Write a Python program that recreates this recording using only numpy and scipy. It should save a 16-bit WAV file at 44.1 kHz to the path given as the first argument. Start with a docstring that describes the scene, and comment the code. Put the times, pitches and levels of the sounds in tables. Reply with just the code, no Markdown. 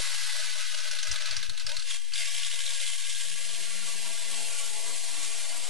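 """A gravel lot at dusk: a V8 saloon does thin-sounding burnouts some way from a small camcorder.
First the car creeps past, a rear tyre spinning and spraying grit. The wheel winds down in ever slower
slaps and groans once, while low wind rumble bumps the microphone. Then, standing, the tyre scuffs once,
pauses, breaks loose with a bark and slaps ever faster. The exhaust comes in and climbs with the revs as
the scrub of grit gives way to the even hiss of hot rubber."""
import sys
import numpy as np
from scipy import signal
from scipy.fft import rfft, irfft, next_fast_len
from scipy.io import wavfile
from scipy.ndimage import uniform_filter1d

SR = 44100
rng = np.random.default_rng(int(sys.argv[2]) if len(sys.argv) > 2 else 0)


def to_wav(sig):
    """Store sig (one row per channel, or 1-D mono) as 16-bit WAV at the path in sys.argv[1].

    Samples outside -1..1 are clipped; the rate is SR.
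    """
    pcm = np.clip(np.atleast_2d(sig), -1, 1) * 32767
    pcm = np.round(pcm).astype(np.int16)
    wavfile.write(sys.argv[1], SR, pcm.T)  # frames by channels


N = 250929
TIME = np.arange(N) / SR

# Levels in the tables are relative; each source adds its own gain.
# wind buffets on the microphone: t/s, width/s, level/dB
BUFFETS = [(1.116, 0.03, -40.5), (1.164, 0.033, -55), (1.365, 0.051, -43.5), (1.442, 0.07, -66),
           (1.496, 0.04, -42.5), (1.66, 0.038, -48), (1.756, 0.06, -49)]
# their spectrum: f/Hz, level/dB
BUFFET_SPECTRUM = [(15, -8), (30, 8.5), (60, 1.5), (120, -6.5), (250, -26), (600, -20), (1200, -38)]
# eddies collapsing on the microphone: t/s, width/s, level/dB
EDDIES = [(1.101, 0.0095, -40), (1.134, 0.013, -36), (1.359, 0.0074, -35), (1.379, 0.0054, -33),
          (1.647, 0.01, -39), (1.788, 0.018, -36)]
# engine speed as the tyre spins up: t/s, firing rate/Hz
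REVS = [(2.13, 61.9), (2.4, 93.7), (2.9, 131.9), (3.3, 162), (3.6, 180), (3.85, 200), (4.1, 216),
        (4.3, 229.5), (4.47, 254), (4.78, 252.5), (5.0, 276), (5.22, 302), (5.69, 303)]
# exhaust lines: multiple of the four-stroke cycle (eight firings), level/dB
EXHAUST_ORDERS = [(6, 3), (8, 17.5), (11, 3), (13, 6), (14, 4.5), (16, 5.5), (17, 1.5), (18, -10), (19, 7),
                  (20, -3.5), (21, 3.5), (22, 3.5), (23, 0), (24, -1.5), (25, -1), (26, 2), (27, 4.5),
                  (28, -1), (29, 0), (30, 5), (31, 3.5), (32, -3), (34, 4)]
# silencer and tailpipe, rippled by echoes off ground and body: f/Hz, level/dB
TAILPIPE = [(100, -7), (150, -2), (230, -7.5), (300, -12), (360, 2), (410, 5), (450, -2.5), (490, -18),
            (540, 9), (575, -12), (610, 0.5), (670, 9.5), (730, 2.5), (780, 0.5), (850, 8), (900, -3),
            (960, 2), (1020, -4), (1090, -16), (1160, -4), (1280, 0)]
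# pushes of the throttle swell the growl: t/s, width/s, lift/dB
THROTTLE_PUSHES = [(4.39, .07, 4.5), (4.9, .09, 4), (5.2, .06, 2.5), (5.6, .08, 2)]
# tones of the slowing tyre's groan: mid-glide f/Hz, level/dB
GROAN_TONES = [(585, -51.5), (935, -53)]
# irregular lesser slaps and knocks between the main slaps: t/s, level/dB, ring f/Hz, fall/s
STRAY_KNOCKS = [(1.219, -23, 4000, .004), (1.398, -39, 3870, .006), (1.595, -26, 4460, 0.0086),
                (1.605, -33, 3900, .008), (1.689, -26, 4470, 0.012), (1.715, -24, 3950, 0.0055),
                (1.741, -29, 6400, 0.0045), (1.792, -27, 4580, 0.01), (1.821, -32, 4280, 0.011),
                (1.9075, -15.5, 3100, 0.0035), (2.118, -34, 2680, 0.028), (2.168, -30, 3580, 0.0044),
                (2.462, -25, 4200, 0.0019), (2.691, -39, 3850, 0.0026), (2.823, -24, 2960, .003)]
# one main slap a turn, as the wheel winds down and as it digs in: t/s, level/dB, ring f/Hz
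SLOWING_SLAPS = [(.703, -53, 4200), (.736, -47, 3900), (.77, -33, 6100), (.803, -27, 5330),
                 (.837, -38, 5000), (.873, -34, 4800), (.9105, -21, 5970), (.9495, -28, 3760),
                 (.9865, -23, 4070), (1.0275, -20.5, 5950), (1.069, -24.5, 5500), (1.113, -16.5, 5600),
                 (1.1575, -22, 3900), (1.206, -26, 4340), (1.2555, -21.5, 4320), (1.309, -20.5, 4780),
                 (1.365, -19, 5300), (1.4265, -21.5, 4030), (1.494, -22.5, 3810), (1.5745, -24.5, 3800),
                 (1.665, -18.5, 4790), (1.7655, -20, 4270)]
QUICKENING_SLAPS = [(2.134, -20.5, 4610), (2.254, -25, 5180), (2.3465, -25, 3350), (2.431, -23, 3230),
                    (2.512, -25, 3130), (2.589, -24, 3180), (2.663, -21.5, 3740), (2.733, -26.5, 4250),
                    (2.7995, -25.5, 3800), (2.863, -24.5, 3640), (2.921, -28.5, 3330), (2.98, -33, 3300),
                    (3.037, -30, 3380), (3.095, -26, 3310), (3.147, -28.5, 3320), (3.2, -26.5, 3250),
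                    (3.252, -33, 3320), (3.302, -36, 3300), (3.35, -39, 3350), (3.397, -44, 3300),
                    (3.445, -49, 3290), (3.492, -32, 3280), (3.537, -30.5, 3400), (3.582, -45, 3300),
                    (3.625, -29, 3280)]
# high spots of the tread that slap the ground: position/turns, level/dB
ROLLING_SPOTS = [(0, -2), (0.269, -20), (0.518, -18)]
STANDING_SPOTS = [(0, -1.5), (0.182, -4), (0.369, -8), (.58, -7)]
# bark and rasp of the tyre breaking loose: t/s, width/s, low f/Hz, high f/Hz, level/dB
BARK_BANDS = [(2.235, .065, 1900, 3100, -39.5), (2.2, .05, 4450, 5100, -42), (2.39, .12, 5050, 5650, -46)]
# scrub on loose grit (fast and slow wheel), on packed grit and of hot rubber: f/Hz, level/dB
LOOSE_GRIT_FAST = [(210, -86), (350, -58), (435, -70), (534, -25), (574, -6), (683, -44), (714, -7.5),
                   (887, -26), (954, -13.5), (1170, -9.5), (1590, -0.5), (2420, -3), (4140, 0),
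                   (11300, -7.5), (14700, -94), (22000, -120)]
LOOSE_GRIT_SLOW = [(210, -81.5), (350, -53), (399, -33.5), (496, -15.5), (549, -57), (608, -7.5),
                   (767, -24), (813, -24.5), (1590, 0), (1780, -4.5), (2030, -6.5), (2490, -2),
                   (6140, -4.5), (11300, -9), (14700, -112), (22000, -120)]
PACKED_GRIT = [(210, -90), (350, -35), (534, -12), (599, -22), (673, -15), (779, -30.5), (1140, -13),
               (1240, -23.5), (1660, -2.5), (1860, -3.5), (3190, 1), (3910, -1.5), (8950, -4), (11300, -9),
               (14700, -140), (22000, -120)]
HOT_RUBBER = [(300, -18), (450, -16), (680, -13), (900, -12), (1300, -8), (1800, -0.5), (2100, 1.5),
              (2700, 3), (4200, 2.5), (6000, 0.5), (7300, 0), (9000, 0.5), (11300, -7)]
# resonances of tyre and wheel arch, heard from either side of the car: f/Hz, width/Hz, lift/dB
ROLLING_ARCH = [(633, 30, 7), (752, 25, 3), (848, 40, 24), (977, 23, 9.5), (1140, 40, 3.5), (1303, 27, 16),
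                (1520, 184, 11), (1688, 28, 9.5), (2040, 230, 8), (4100, 1000, 2)]
STANDING_ARCH = [(436, 20, 7.6), (531, 25, 19), (830, 22, 9.4), (673, 110, 19.2), (962, 57, 16),
                 (1151, 99, 18), (1418, 16.7, 22.2), (1607, 105, 15.3), (2076, 71, 7.3), (2316, 23, 4.1),
                 (2765, 130, 4.4), (2940, 65, 4.3), (3230, 160, 6.7), (3470, 42, 5), (3600, 25, 5.9),
                 (4240, 23, 1.1), (4230, 140, 3.7), (5520, 81, 3.6), (7450, 1030, 1.6)]
# course of each burnout: t/s, scrub level/dB, fine spray level/dB
ROLLING_LEVELS = [(0.0, -33.5, -36), (0.44, -34, -38.5), (0.742, -35.5, -41.5), (1.122, -37.5, -45),
                  (1.292, -35, -47), (1.42, -39, -50), (1.484, -43.5, -52), (1.56, -44.5, -52),
                  (1.655, -43.5, -53), (1.7, -40.5, -51), (1.8, -34, -45)]
STANDING_LEVELS = [(2.16, -36.5, -41), (2.19, -36, -40.5), (2.31, -36.5, -41.5), (2.66, -38, -41),
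                   (3.63, -39.5, -42), (4.7, -40, -39), (5.33, -39.5, -39), (5.66, -40.5, -40.5)]
# the tyre bites harder now and then: t/s, width/s, scrub lift/dB, spray lift/dB
BITES = [(2.85, 0.085, 2, 2), (3.2, 0.026, 1.5, 2), (3.89, 0.038, 1.5, 2), (4.42, 0.11, 1.5, 2),
         (4.595, 0.017, 2.5, 4), (5.24, 0.034, 2, 2.5)]
# resting offset of the camcorder's converters: left/full scale, right/full scale
DC_OFFSET = [.053, -.0105]


def undb(db):
    """Decibels to gain."""
    return 10 ** (np.asarray(db) / 20)


def unit(x):
    """Scale to rms 1."""
    return x / np.sqrt(np.mean(x ** 2))


def curves(rows):
    """Each column of a table of (t/s, value, ..) at every sample."""
    times, *columns = np.transpose(rows)
    return [np.interp(TIME, times, column) for column in columns]


def swell(at_s, width_s):
    """A bell-shaped rise and fall."""
    return np.exp(-((TIME - at_s) / width_s) ** 2)


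def ramp(from_s, rise_s):
    """A straight rise from 0 to 1."""
    return np.clip((TIME - from_s) / rise_s, 0, 1)


def blend(a, b, from_s, to_s):
    """Pass from one texture to another at constant power."""
    share = ramp(from_s, to_s - from_s)
    return a * np.sqrt(1 - share) + b * np.sqrt(share)


def walk(rate_hz):
    """A smooth random wander with a spread near 1."""
    hold = int(SR / rate_hz)
    steps = np.repeat(rng.standard_normal(N // hold + 1), hold)
    return 1.563 * uniform_filter1d(uniform_filter1d(steps, hold), hold)[:N]


def level_at(hz, spectrum):
    """Read a spectrum of (f/Hz, level/dB) on a log-frequency axis."""
    f, db = np.transpose(spectrum)
    return np.interp(np.log(hz + 1e-3), np.log(f), db)


def colour(x, spectrum, resonances=(), spread=1.92):
    """Shape x by a spectrum, to rms 1; each damped resonance gathers energy from its neighbourhood."""
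    size = next_fast_len(N)
    hz = np.arange(size // 2 + 1) * SR / size
    bass_cut_db = 40 * np.log10(np.maximum(spectrum[0][0] / (hz + 1), 1))
    db = level_at(hz, spectrum) - bass_cut_db
    for f, width, lift_db in resonances:
        detune = np.abs(hz - f) / max(width, np.clip(.075 * f, 55, 140))
        peak = np.exp(-(1.6 * detune) ** 3)
        hollow = np.exp(-2 * (detune / spread) ** 2) / spread
        db = db + lift_db * (peak - hollow)
    return unit(irfft(rfft(x, size) * undb(db), size)[..., :N])


def band(x, low_hz, high_hz, order=2):
    """Band-pass."""
    return signal.sosfilt(signal.butter(order, [low_hz, high_hz], "band", fs=SR, output="sos"), x)


def above(x, hz, order=8):
    """High-pass."""
    return signal.sosfilt(signal.butter(order, hz, "high", fs=SR, output="sos"), x)


def below(x, hz):
    """Low-pass without phase shift."""
    return signal.sosfiltfilt(signal.butter(6, hz, fs=SR, output="sos"), x)


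def stereo(mid, side, side_db):
    """Left and right from a common and an opposed part."""
    return mid + undb(side_db) * side * np.array([[1], [-1]])


def wind(right_db=-10, breeze_db=-69, gusty_db=2):
    """Ragged low buffets, mostly on the microphone's left port, over the deep rumble of the breeze."""
    force = sum(undb(db) * swell(s, width) for s, width, db in BUFFETS) * undb(gusty_db * walk(68.9))
    buffets = band(colour(rng.standard_normal((2, N)), BUFFET_SPECTRUM), 8, 900) * force
    breeze = unit(band(rng.standard_normal((2, N)), 0.55, 93, order=6)) * undb(breeze_db)
    return (buffets + breeze) * undb([[0], [right_db]])


def eddy_thumps(collapse_s=0.0028, right_db=-14):
    """Pressure builds and drops abruptly right at the microphone, mostly on the left port."""
    pressure = sum(undb(db) * np.tanh((s - TIME) / collapse_s) * np.exp(-abs(TIME - s) / width)
                   for s, width, db in EDDIES)
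    return pressure * undb([[0], [right_db]])


def exhaust(gas_db=-5, waver_db=3.2, flutter_db=2.2, scatter_db=1.2, jitter_rad=.2):
    """The V8's uneven banks add lines between the firing harmonics; gas puffs with every firing."""
    firing_hz, = curves(REVS)
    cycle = 2 * np.pi * np.cumsum(firing_hz * (1 + .007 * walk(22))) / SR / 8
    uneven_db = np.interp(firing_hz, [215, 270], [-2, 0])
    push_db = sum(db * swell(s, width) for s, width, db in THROTTLE_PUSHES)
    lines = 0
    for order, line_db in EXHAUST_ORDERS:
        db = line_db + level_at(order * firing_hz / 8, TAILPIPE) + waver_db * walk(14)
        db += (order % 8 > 0) * uneven_db + (order <= 8) * flutter_db * walk(40) + (order > 8) * push_db
        phase = order * cycle + jitter_rad * walk(65) + 2 * np.pi * rng.random()
        lines = lines + np.sqrt(2) * undb(db) * np.sin(phase)
    puffs = rng.standard_normal((2, N)) * (1 + np.cos(8 * cycle) / 2)
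    gas = unit(band(colour(stereo(*puffs, side_db=-1), TAILPIPE), 340, 1100, order=5))
    lines = lines * undb(scatter_db * walk(75))  # no two cycles are equally strong
    throttle = ramp(from_s=3.08, rise_s=0.33) * undb(-3 * swell(4.2, 0.097))  # opens, later eases briefly
    revs_db = -74 + 6.0 * np.log2(firing_hz / 299)  # 6 dB louder for each octave of revs
    return (lines + undb(gas_db) * gas) * throttle * undb(revs_db)


def groan(at_s=1.725, width_s=0.035, glide_per_s=2.4):
    """Rubber sticks and slips hoarsely for a moment as the wheel nearly stops."""
    bend = 1 + np.clip(glide_per_s * (TIME - at_s), -.5, .5)
    tones = 0
    for hz, db in GROAN_TONES:
        slip = 1 + .035 * walk(260)
        tones = tones + undb(db) * np.sqrt(2) * np.sin(2 * np.pi * np.cumsum(hz * bend * slip) / SR)
    return tones * swell(at_s, width_s)


def reflections(x, share=.75, count=10, first_s=.0035, last_s=.018, drift_s=.00012):
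    """Echoes off body panels and ground ripple the hiss; they shift slowly as the car squirms."""
    bounced = above(x, 600, order=2)
    knots_s = np.linspace(0, TIME[-1], 16)
    echoes = 0
    for _ in range(count):
        lag_s = rng.uniform(first_s, last_s)
        lag_s += drift_s * np.interp(TIME, knots_s, rng.standard_normal(len(knots_s)))
        echoes = echoes + rng.choice([-1, 1]) * bounced[:, np.arange(N) - (lag_s * SR).astype(int)]
    return unit(x + share * echoes / np.sqrt(count))


def grains(per_s, scatter_db, hiss_db=0):
    """Stones of very unequal size tick under the tread, over the smooth hiss of the finest dust."""
    hits = rng.random(N) < per_s / SR
    size = undb(scatter_db * np.minimum(rng.exponential(size=N), 4)) * rng.choice([-1, 1], N)
    mid = unit(unit(hits * size) + undb(hiss_db) * rng.standard_normal(N))
    return stereo(mid, rng.standard_normal(N), side_db=-10)


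def blows(rows, grit, gain_db, ring_db, rise_s, tail_db, tail_s, mode_spread, count=10):
    """Each blow rings a cluster of modes and throws a burst of grit with a trail of falling stones."""
    out = np.zeros((2, N))
    t = np.arange(SR // 8) / SR
    attack = 1 - np.exp(-(t / rise_s) ** 2)
    for s, db, hz, fall_s in rows:
        shape = attack * (np.exp(-t / fall_s) + undb(tail_db) * np.exp(-t / tail_s))
        span = slice(int(s * SR), int(s * SR) + len(t))
        modes_hz = hz * (1 + mode_spread * rng.uniform(-1.024, 1, (count, 1)))
        modes = np.sin(2 * np.pi * (modes_hz * t + rng.random((count, 1)))).sum(axis=0)
        ring = modes * np.sqrt(np.sum(shape ** 2) / np.sum((shape * modes) ** 2))
        out[:, span] += undb(db + gain_db) * shape * (grit[:, span] + undb(ring_db) * ring)
    return out


def stray_knocks(grit):
    """Irregular lesser slaps and knocks fall between the main slaps."""
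    return blows(STRAY_KNOCKS, grit, gain_db=-9, ring_db=0.5,
                 rise_s=0.0023, tail_db=-33, tail_s=0.017, mode_spread=0.182)


def spot_hits(main_slaps, spots, lesser_hz, fall_s):
    """Lesser high spots follow each turn's main slap; gives rows of t/s, level/dB, f/Hz, fall/s."""
    turns_s = np.gradient([row[0] for row in main_slaps])
    return [(s + position * turn_s, db + spot_db, lesser_hz if k else hz, fall_s)
            for (s, db, hz), turn_s in zip(main_slaps, turns_s)
            for k, (position, spot_db) in enumerate(spots)]


def tread_slaps(loose_grit, packed_grit):
    """The tread slaps the ground, ever slower as the wheel winds down, ever faster as it digs in."""
    slowing = spot_hits(SLOWING_SLAPS, ROLLING_SPOTS, lesser_hz=4360, fall_s=0.0064)
    quickening = spot_hits(QUICKENING_SLAPS, STANDING_SPOTS, lesser_hz=3440, fall_s=0.0052)
    winding_down = blows(slowing, loose_grit, gain_db=-7.5, ring_db=0,
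                         rise_s=0.0012, tail_db=-17, tail_s=0.02, mode_spread=.15)
    digging_in = blows(quickening, packed_grit, gain_db=-6.5, ring_db=1.5,
                       rise_s=0.0014, tail_db=-18, tail_s=0.018, mode_spread=0.131)
    return winding_down + digging_in


def bark(grit, loose_s, rise_s=0.02):
    """Coarse grit barks and rasps as the tyre breaks loose."""
    rasps = sum(unit(band(grit, low, high)) * undb(db) * swell(s, width)
                for s, width, low, high, db in BARK_BANDS)
    return rasps * ramp(loose_s, rise_s)


def scrub_and_spray(x, burble_db=2.0, wander_s=.0007):
    """Coarse scrub and fine spray, each at rms 1; three low bands each waver in pitch and level."""
    coarse = below(x, 6500)
    rest, burble = coarse, 0
    for edge_hz in (590, 800, 1270):
        low = below(rest, edge_hz)
        rest = rest - low
        heard_s = TIME + wander_s * walk(12)
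        wavering = np.array([np.interp(heard_s, TIME, side) for side in low])
        burble = burble + wavering * undb(burble_db * walk(25.91) + 3.5)
    return np.array([unit(rest + burble), unit(x - coarse)])


def throb(main_slaps, depth_db, flutter_db, skew=1.4):
    """The out-of-round tyre bites and lets go once a turn, from slap to slap; the tread chatters."""
    turns = np.interp(TIME, [row[0] for row in main_slaps], np.arange(len(main_slaps)))
    angle = 2 * np.pi * (turns % 1) ** skew
    bite = np.sin(angle) + 0.098 * np.sin(2 * angle)
    return undb(depth_db * bite + flutter_db * walk(170))


def rolling_tyre(scrub_gain_db=-1.6, spray_gain_db=-3.5):
    """The spinning tyre of the creeping car scrubs loose grit, duller as the wheel slows."""
    scrub_db, spray_db = curves(ROLLING_LEVELS)
    fast = colour(grains(per_s=5000, scatter_db=4.0), LOOSE_GRIT_FAST, ROLLING_ARCH)
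    slow = colour(grains(per_s=2500, scatter_db=3.6), LOOSE_GRIT_SLOW, ROLLING_ARCH)
    scrub, spray = scrub_and_spray(reflections(blend(fast, slow, 0.334, 0.44), share=0.62))
    tyre = scrub * undb(scrub_db + scrub_gain_db) + spray * undb(spray_db + spray_gain_db)
    return tyre * throb(SLOWING_SLAPS, depth_db=1.1, flutter_db=0.82)


def standing_effort(loose_s, rise_s=0.02):
    """Gains of [scrub, spray]: a lull with one scuff, then steady spinning with a few harder bites."""
    bites_db = sum(np.outer(lifts_db, swell(s, width)) for s, width, *lifts_db in BITES)
    spinning = undb(curves(STANDING_LEVELS) + bites_db + [[-2.0], [-0.62]])
    lull = undb([[-49.5], [-53.5]])
    scuff = undb([[-36.5], [-42]]) * swell(at_s=1.918, width_s=0.064)
    loose = ramp(loose_s - rise_s / 2, rise_s)
    return np.hypot(lull, scuff) * (1 - loose) + spinning * loose


def standing_tyre(loose_s, grit_db=0.7, rubber_db=2.0):
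    """The tyre digs through the grit, then heats up and hisses on the hard ground."""
    grit = colour(grains(per_s=2200, scatter_db=2.6), PACKED_GRIT, STANDING_ARCH)
    grit = scrub_and_spray(reflections(grit))
    grit *= throb(QUICKENING_SLAPS, depth_db=0.59, flutter_db=1.0)
    softer_arch = [(f, width, 0.98 * db) for f, width, db in STANDING_ARCH]
    rubber = colour(grains(per_s=6000, scatter_db=1.4, hiss_db=2.6), HOT_RUBBER, softer_arch)
    rubber = scrub_and_spray(reflections(rubber), burble_db=1.0, wander_s=.0002)
    rubber *= throb(QUICKENING_SLAPS, depth_db=0.27, flutter_db=0.66)
    scrub, spray = blend(grit * undb(grit_db), rubber * undb(rubber_db), from_s=3.34, to_s=4.07)
    scrub_gain, spray_gain = standing_effort(loose_s)
    return scrub * scrub_gain + spray * spray_gain


def scene(loose_s=2.149):
    """From some way off: the rolling burnout, then the standing one, with wind on the microphone."""
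    tyre = blend(rolling_tyre(), standing_tyre(loose_s), from_s=1.6, to_s=1.832)
    loose_grit = reflections(colour(grains(per_s=3000, scatter_db=2.0), LOOSE_GRIT_SLOW, ROLLING_ARCH))
    packed_grit = reflections(colour(grains(per_s=2700, scatter_db=1.5), PACKED_GRIT, STANDING_ARCH))
    impacts = band(tread_slaps(loose_grit, packed_grit) + stray_knocks(loose_grit), 440, 10300)
    # tyre and bark are heard only above about 400 Hz, the slaps above about 900 Hz
    wheel = above(tyre + bark(packed_grit, loose_s), 376) + above(impacts, 913)
    return wheel + exhaust() + groan() + wind() + eddy_thumps()


def record(dry):
    """The camcorder cuts the top steeply; its converters rest a little off zero."""
    top_cut = signal.ellip(12, .2, 80, 11500, fs=SR, output="sos")
    return signal.sosfilt(top_cut, dry) + np.array(DC_OFFSET)[:, None]


dry = scene()
out = record(dry)
to_wav(out)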